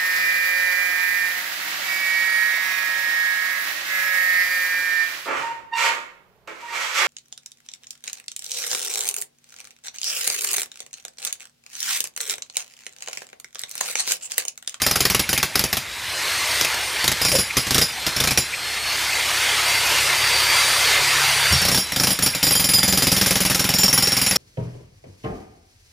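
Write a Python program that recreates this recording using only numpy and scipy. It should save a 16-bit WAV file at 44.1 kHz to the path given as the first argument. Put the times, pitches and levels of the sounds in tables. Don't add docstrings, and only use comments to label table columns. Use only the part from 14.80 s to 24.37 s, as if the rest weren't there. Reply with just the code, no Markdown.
import sys
import numpy as np
from scipy import signal
from scipy.fft import rfft, irfft, next_fast_len
from scipy.io import wavfile
from scipy.ndimage import uniform_filter1d, map_coordinates

SR = 44100
rng = np.random.default_rng(int(sys.argv[2]) if len(sys.argv) > 2 else 0)


def generate_wav(sig):
    pcm = np.round(np.clip(np.atleast_2d(sig).T, -1, 1) * 32767).astype(np.int16)
    wavfile.write(sys.argv[1], SR, pcm)


N = 422037

# first_blow_s, last_blow_s,
# blow_count, first_gap_s, first_crack_db, later_crack_db, first_ring_db, last_ring_db,
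# drag_hz (whine pitch lost per blow)
HAMMER_BURSTS = [(.018, 0.394, 9, .0462, -12.5, -10.5, -27.5, -35.5, 185),
                 (.491, 0.628, 4, .039, -12.5, -13, -32, -37, 125),
                 (.755, .839, 3, 0.038, -11, -12, -37, -39, 126),
                 (2.242, 2.316, 3, .036, -14, -11, -37, -44, 96),
                 (2.415, 2.585, 6, 0.034, -14, -15, -24, -25, 96),
                 (2.868, 3.014, 5, .0397, -17, -11.5, -55, -21, 96),
                 (3.364, 3.507, 5, 0.038, -17.5, -12.5, -30, -37, 106),
                 (6.817, 6.975, 6, .0343, -17, -14, -28, -21, 150),
                 (7.121, 7.305, 6, .0397, -20.5, -13.5, -33, -22.5, 190),
                 (7.424, 7.462, 2, .037, -13, -14.5, -21, -22, 190),
                 (7.628, 9.558, 42, 0.038, -11.5, -14.3, -23, -23, 188)]
# start_s, crack_db, ring_db
SINGLE_BLOWS = [(.928, -12, -43), (.969, -14.5, -38), (1.81, -13, -40), (1.847, -12, -42),
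                (1.943, -23, -50), (2.768, -10.5, -25), (3.265, -15, -38), (3.574, -11, -24),
                (6.723, -16.5, -24.5), (7.389, -18.5, -43), (7.549, -17.5, -27)]
# time_s, level_db
BEARING_DOWN = [(.9, -7), (1.85, -20), (2.55, -2), (3.4, -3.5), (7.6, -7), (8.4, -2.5), (9.5, -7)]
# (per Hz, only the shape counts)
STONE_COLOUR = [(100, -23), (350, 1.5), (900, -3), (2300, 0.5), (3800, 0), (5600, 2), (8300, -6.5),
                (11000, -2), (15500, -6)]
# pitch_hz, level_db, t60_s (time to fall 60 dB)
CHISEL_TONES = [(3165, -13, 0.2), (4850, -4, 0.26), (4998, -4, 0.2), (5518, 3, 0.22), (7010, -9, 0.28),
                (7130, -6, 0.24), (9370, -7, 0.21), (9550, -10.5, 0.21), (10798, 0, 0.25),
                (11920, -12.5, 0.35), (14520, -9.5, .17), (14665, -8.5, 0.17)]
# time_s, trade_db (the tone near 5.5 kHz gains this, lower ones lose half of it),
# freedom_db (extra ring level)
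CHISEL_SEAT = [(.6, -6, 0), (2.5, -3, 0), (3.4, 1, 0.5), (6.9, 2.5, 0), (7.7, -4, 0.5), (7.93, -9, 1),
               (8.35, -2, -2), (8.85, 2, -7), (8.99, 5, 2), (9.24, 4, 2), (9.38, 0, -2), (9.55, 5.5, -0.5)]
# pitch_hz, t60_s, upright_db, slanted_db
SLAB_TONES = [(92, 0.06, -12, -14), (131, 0.078, -2, -2.5), (189.3, 0.09, -8, 2), (238, 0.046, -3, 1.5),
              (370, 0.012, 4, -2), (543, 0.054, -12, -3.5), (765, 0.029, -6, -1), (1080, .02, -6, -12)]
# start_s, pitch_hz, level_db, t60_s
LOOSE_PIECES = [(2.549, 551, -19, 0.12), (6.705, 80, -15, 0.29), (6.73, 136, -16, 0.21)]
# time_s, level_db
TREBLE_LEVEL = [(1, -.5), (2.1, -3), (3.6, -5), (6.9, -1.5), (7.7, 2), (8.8, 0)]
# (per Hz, only the shape counts)
AIR_COLOUR = [(130, -55), (210, -24.5), (400, -10.5), (930, -6), (2120, 0), (2880, -2), (4620, -3.5),
              (6900, -9), (9540, -11.5), (15300, -21)]
# pitch_hz, width_hz, boost_db
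CASING_PEAKS = [(944, 240, 3), (1730, 57, 2), (2080, 90, 4.5)]
# multiple (of the blade pitch), level_db (at full speed, relative to the motor noise)
FAN_TONES = [(1, -16.8), (2, -16.5), (3, -21)]
# multiple (of the crank's turning rate), level_db (at full speed, relative to the motor noise)
CRANK_TONES = [(2, -25.5), (3, -26.5), (4, -27)]
# time_s, level_db
VENT_TURNS = [(1.5, 9), (2.2, 4), (4.1, 12), (4.6, 1), (4.9, 10), (5.3, 1), (5.6, 11), (5.85, 4.5),
              (6.35, 3), (6.6, 10.5)]
# time_s, level_db
MOTOR_NEARNESS = [(.3, 0), (1.05, -2), (1.4, 1.5), (1.75, 2.3), (2, -1.5), (4.5, -.6), (5.9, 1), (6.7, 0),
                  (7.2, -1), (8.2, 3.5)]
# time_s, level_db
TOOL_LEAN = [(4.5, -5), (5.1, 1), (6.05, -1), (6.4, 6.5), (7, 3)]

SINGLE_DRAG_HZ = 60
SETTLE = .65
SCATTER_S, CRACK_SCATTER_DB, RING_SCATTER_DB = .0003, .9, 1.5
BLADES, WHINE_PER_CRANK_TURN = 13, 134.4
FREE_HZ, SPIN_UP_S = 4656, .47
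START_SAG_HZ = 1820
FAN_DB, FAN_DB_PER_HZ = -18.4, .021
GEAR_DB = -33.3
TREBLE_HZ, TOP_HZ = 11000, 15350


def piston():
    rows = [(*blow, SINGLE_DRAG_HZ) for blow in SINGLE_BLOWS]
    for burst in HAMMER_BURSTS:
        first, last, count, first_gap, entry_db, crack_db, first_ring_db, last_ring_db, drag_hz = burst
        times = burst_times(first, last, round(count), first_gap)
        ring_levels = np.linspace(first_ring_db, last_ring_db, len(times))
        for k, ring_db in enumerate(ring_levels):
            rows.append((times[k], crack_db if k else entry_db, ring_db, drag_hz))
    spread = [SCATTER_S, CRACK_SCATTER_DB, RING_SCATTER_DB, 0]
    return np.array(sorted(rows)) + rng.standard_normal((len(rows), 4)) * spread


def burst_times(first, last, count, first_gap):
    k = np.arange(count)
    early = (1 - SETTLE ** k) / (1 - SETTLE)
    steady_gap = first_gap
    if count > 2:
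        steady_gap = (last - first - first_gap * early[-1]) / (k - early)[-1]
    return first + first_gap * early + steady_gap * (k - early)


def slanted(s):
    return s > 5


def concrete(blows):
    t = np.arange(SR // 5) / SR
    crack, rattle = np.zeros(N), np.zeros(N)
    stretches = np.exp(0.14 * rng.standard_normal((len(blows), 2)))
    for (s, db, _, _), (crack_stretch, rattle_stretch) in zip(blows, stretches):
        skid_t60 = .15 if slanted(s) else .11
        add(crack, s, amp(db + 4.0) * fade(t, t60=0.033 * crack_stretch, attack=0.00055))
        add(rattle, s, amp(db + 2.5) * fade(t, t60=skid_t60 * rattle_stretch, attack=0.0046))
    bite_db, = curves(BEARING_DOWN)
    rattle *= amp(bite_db + 0.69 * wobble(220))
    stone = mottled(colour(grit(spread_db=2.0), STONE_COLOUR), depth_db=3.5, width=5, length=5)
    chips = mottled(colour(grit(spread_db=2.5), STONE_COLOUR), depth_db=2.0, width=2, length=5)
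    return crack * stone + rattle * chips


def chisel(blows):
    t = np.arange(SR // 5) / SR
    hz, mode_db, t60 = np.transpose(CHISEL_TONES)[:, :, None]
    favour = np.select([hz < 5250, hz < 6000], [-.5, 1])
    gaps = np.diff(blows[:, 0], append=N / SR)
    seat_s, trade_db, free_db = np.transpose(CHISEL_SEAT)
    rub = wobble(130)
    out = np.zeros(N)
    for (s, _, db, _), gap in zip(blows, gaps):
        strength, detune, phase = rng.standard_normal((3, len(CHISEL_TONES), 1))
        starts = rng.integers(N - len(t), size=(2, len(CHISEL_TONES), 1))
        waver, slip = rub[starts + np.arange(len(t))]
        share = amp(mode_db + favour * np.interp(s, seat_s, trade_db) + 3.7 * strength)
        angle = 2 * np.pi * (hz * (1 + .0008 * detune) * t + phase) + .55 * slip
        tones = np.sin(angle) * amp(3.5 * waver)
        ring = np.sum(share * tones * fade(t, t60, attack=0.0045), axis=0) / np.linalg.norm(share)
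        choke = np.exp(-np.maximum(t - gap, 0) / 0.0086)
        add(out, s, amp(db + 11 + np.interp(s, seat_s, free_db)) * choke * ring)
    return out


def slab(blows):
    t = np.arange(SR // 5) / SR
    hz, t60, upright_db, slanted_db = np.transpose(SLAB_TONES)[:, :, None]
    out = np.zeros(N)
    for s, db, _, _ in blows:
        slant = slanted(s)
        tone_db = slanted_db if slant else upright_db
        contacts = [(0, -6, -0.65), (.0089, -3.5, 0.85), (.0165, -9 if slant else -16, 1)]
        for delay, contact_db, sign in contacts:
            strength, detune = rng.standard_normal((2, len(SLAB_TONES), 1))
            share = amp(tone_db + 2 * strength)
            tones = np.sin(2 * np.pi * hz * (1 + 0.019 * detune) * t)
            thump = np.sum(share * tones * fade(t, t60, attack=0.00037), axis=0)
            late = delay * (1 + 0.063 * rng.standard_normal())
            add(out, s + late, sign * amp(db + contact_db) * thump)
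    return out * amp(curves(BEARING_DOWN)[0])


def breaks():
    t = np.arange(SR // 2) / SR
    out = np.zeros(N)
    for s, hz, db, t60 in LOOSE_PIECES:
        add(out, s, amp(db) * np.sin(2 * np.pi * hz * t) * fade(t, t60, attack=0.0035))
    return out * amp(2.4 * wobble(150))


def squeal(s, from_hz, to_hz, length, db):
    u = np.linspace(0, 1, round(length * SR))
    phase = 2 * np.pi * np.cumsum(from_hz + (to_hz - from_hz) * u) / SR
    out = np.zeros(N)
    add(out, s, amp(db) * u * np.sin(np.pi * u) * np.sin(phase))
    return out


def brighten(x):
    top = filtered(x, lambda hz: 1 - 1 / (1 + (hz / TREBLE_HZ) ** 10))
    return x + (amp(curves(TREBLE_LEVEL)[0]) - 1) * top


def sag(blows):
    t = np.arange(N) / SR
    braking = np.zeros(N)
    braking[0] = START_SAG_HZ
    for s, _, _, drag_hz in blows:
        add(braking, s, np.array([drag_hz]))
    recovering = signal.fftconvolve(braking, np.exp(-t / SPIN_UP_S))[:N]
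    return uniform_filter1d(recovering, size=1500)


def casing(f):
    return amp(sum(db / (1 + (2 * (f - hz) / width) ** 2) for hz, width, db in CASING_PEAKS))


def motor(blows):
    sag_hz = sag(blows)
    whine_hz = FREE_HZ - sag_hz
    power = (whine_hz / FREE_HZ) ** 2
    rush = amp(FAN_DB - FAN_DB_PER_HZ * sag_hz)
    level = np.hypot(rush, amp(GEAR_DB)) * amp(curves(MOTOR_NEARNESS)[0])
    blade = 2 * np.pi * np.cumsum(whine_hz * (1 + .001 * wobble(60))) / SR
    crank = blade / WHINE_PER_CRANK_TURN

    air = unit(filtered(colour(grit(spread_db=0.6), AIR_COLOUR), casing))
    air = mottled(air, depth_db=2.5, width=2, length=10)
    air *= amp(0.4 * np.sin(crank) + 0.54 * wobble(9))

    vents_db, = curves(VENT_TURNS)
    whine = np.zeros(N)
    for k, db in FAN_TONES:
        whine += amp(db + vents_db / k ** 2 + 2.8 * wobble(11)) * np.sin(k * blade)
    whine *= power * amp(1.2 * wobble(70))

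    rotor = amp(-32.5 + 2.4 * wobble(7.1)) * np.sin(blade / BLADES)

    lean_db, = curves(TOOL_LEAN)
    highest = CRANK_TONES[-1][0]
    shake = np.zeros(N)
    for k, db in CRANK_TONES:
        shake += amp(db + lean_db * (k == highest) + 2.8 * wobble(56)) * np.sin(k * crank)
    return level * (air + whine + rotor + shake * power)


def clatter():
    metal = unit(filtered(rng.standard_normal(N), lambda hz: 1 / (1 + ((hz - 2400) / 330) ** 2)))
    return amp(-44.5 + 7.8 * wobble(70)) * metal


def walls(x):
    t = np.arange(SR // 2) / SR
    tail = rng.standard_normal(len(t)) * fade(t, t60=0.17, attack=.01)
    echo = signal.fftconvolve(x, tail / np.linalg.norm(tail))[:N]
    return filtered(echo, lambda hz: 1 / np.hypot(1, hz / 6000))


def yard():
    rumble = [(20, -29), (65, -6), (200, -18.0), (12000, -35.5)]  # pitch_hz, level_db
    return amp(-44.5) * colour(rng.standard_normal(N), rumble)


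def amp(db):
    return 10 ** (np.asarray(db) / 20)


def unit(x):
    return x / np.sqrt(np.mean(x ** 2))


def curves(rows):
    s, *cols = np.transpose(rows)
    return [np.interp(np.arange(N) / SR, s, c) for c in cols]


def wobble(rate):
    return map_coordinates(rng.standard_normal(int(N * rate / SR) + 2), [np.arange(N) * rate / SR])


def fade(t, t60, attack):
    return amp(-60 * t / t60) * (1 - np.exp(-t / attack))


def add(track, s, sound):
    part = track[max(0, round(s * SR)):][:len(sound)]
    part += sound[:len(part)]


def filtered(x, response):
    m = next_fast_len(N + SR // 2)
    return irfft(rfft(x, m) * response(np.fft.rfftfreq(m, 1 / SR)), m)[:N]


def colour(x, points):
    f, db = np.transpose(points)
    return unit(filtered(x, lambda hz: amp(np.interp(np.log(hz + 1), np.log(f), db))))


def grit(spread_db):
    return rng.standard_normal(N) * amp(spread_db * wobble(1400))


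def mottled(x, depth_db, width, length):
    z = signal.stft(x, nperseg=512)[2]
    field = uniform_filter1d(rng.standard_normal(z.shape), width, axis=0)
    field = uniform_filter1d(field, length, axis=1)
    return unit(signal.istft(z * amp(depth_db * unit(field)), nperseg=512)[1][:N])


def scene():
    blows = piston()
    hammer = brighten(concrete(blows) + chisel(blows)) + slab(blows) + breaks()
    slip = squeal(s=2.517, from_hz=680, to_hz=464, length=0.045, db=-13.5)
    hammer += slip * amp(2.5 * wobble(300))
    mono = hammer + amp(-9.5) * walls(hammer) + motor(blows) + clatter() + yard()
    return np.array([mono, mono])


def record(dry):
    thinned = signal.sosfilt(signal.butter(2, 55, "highpass", fs=SR, output="sos"), dry)
    rounded = thinned / (1 + np.abs(thinned / .75) ** 4) ** (1 / 4)
    return np.array([filtered(x, lambda hz: hz < TOP_HZ) for x in rounded])


dry = scene()
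out = record(dry)
generate_wav(out)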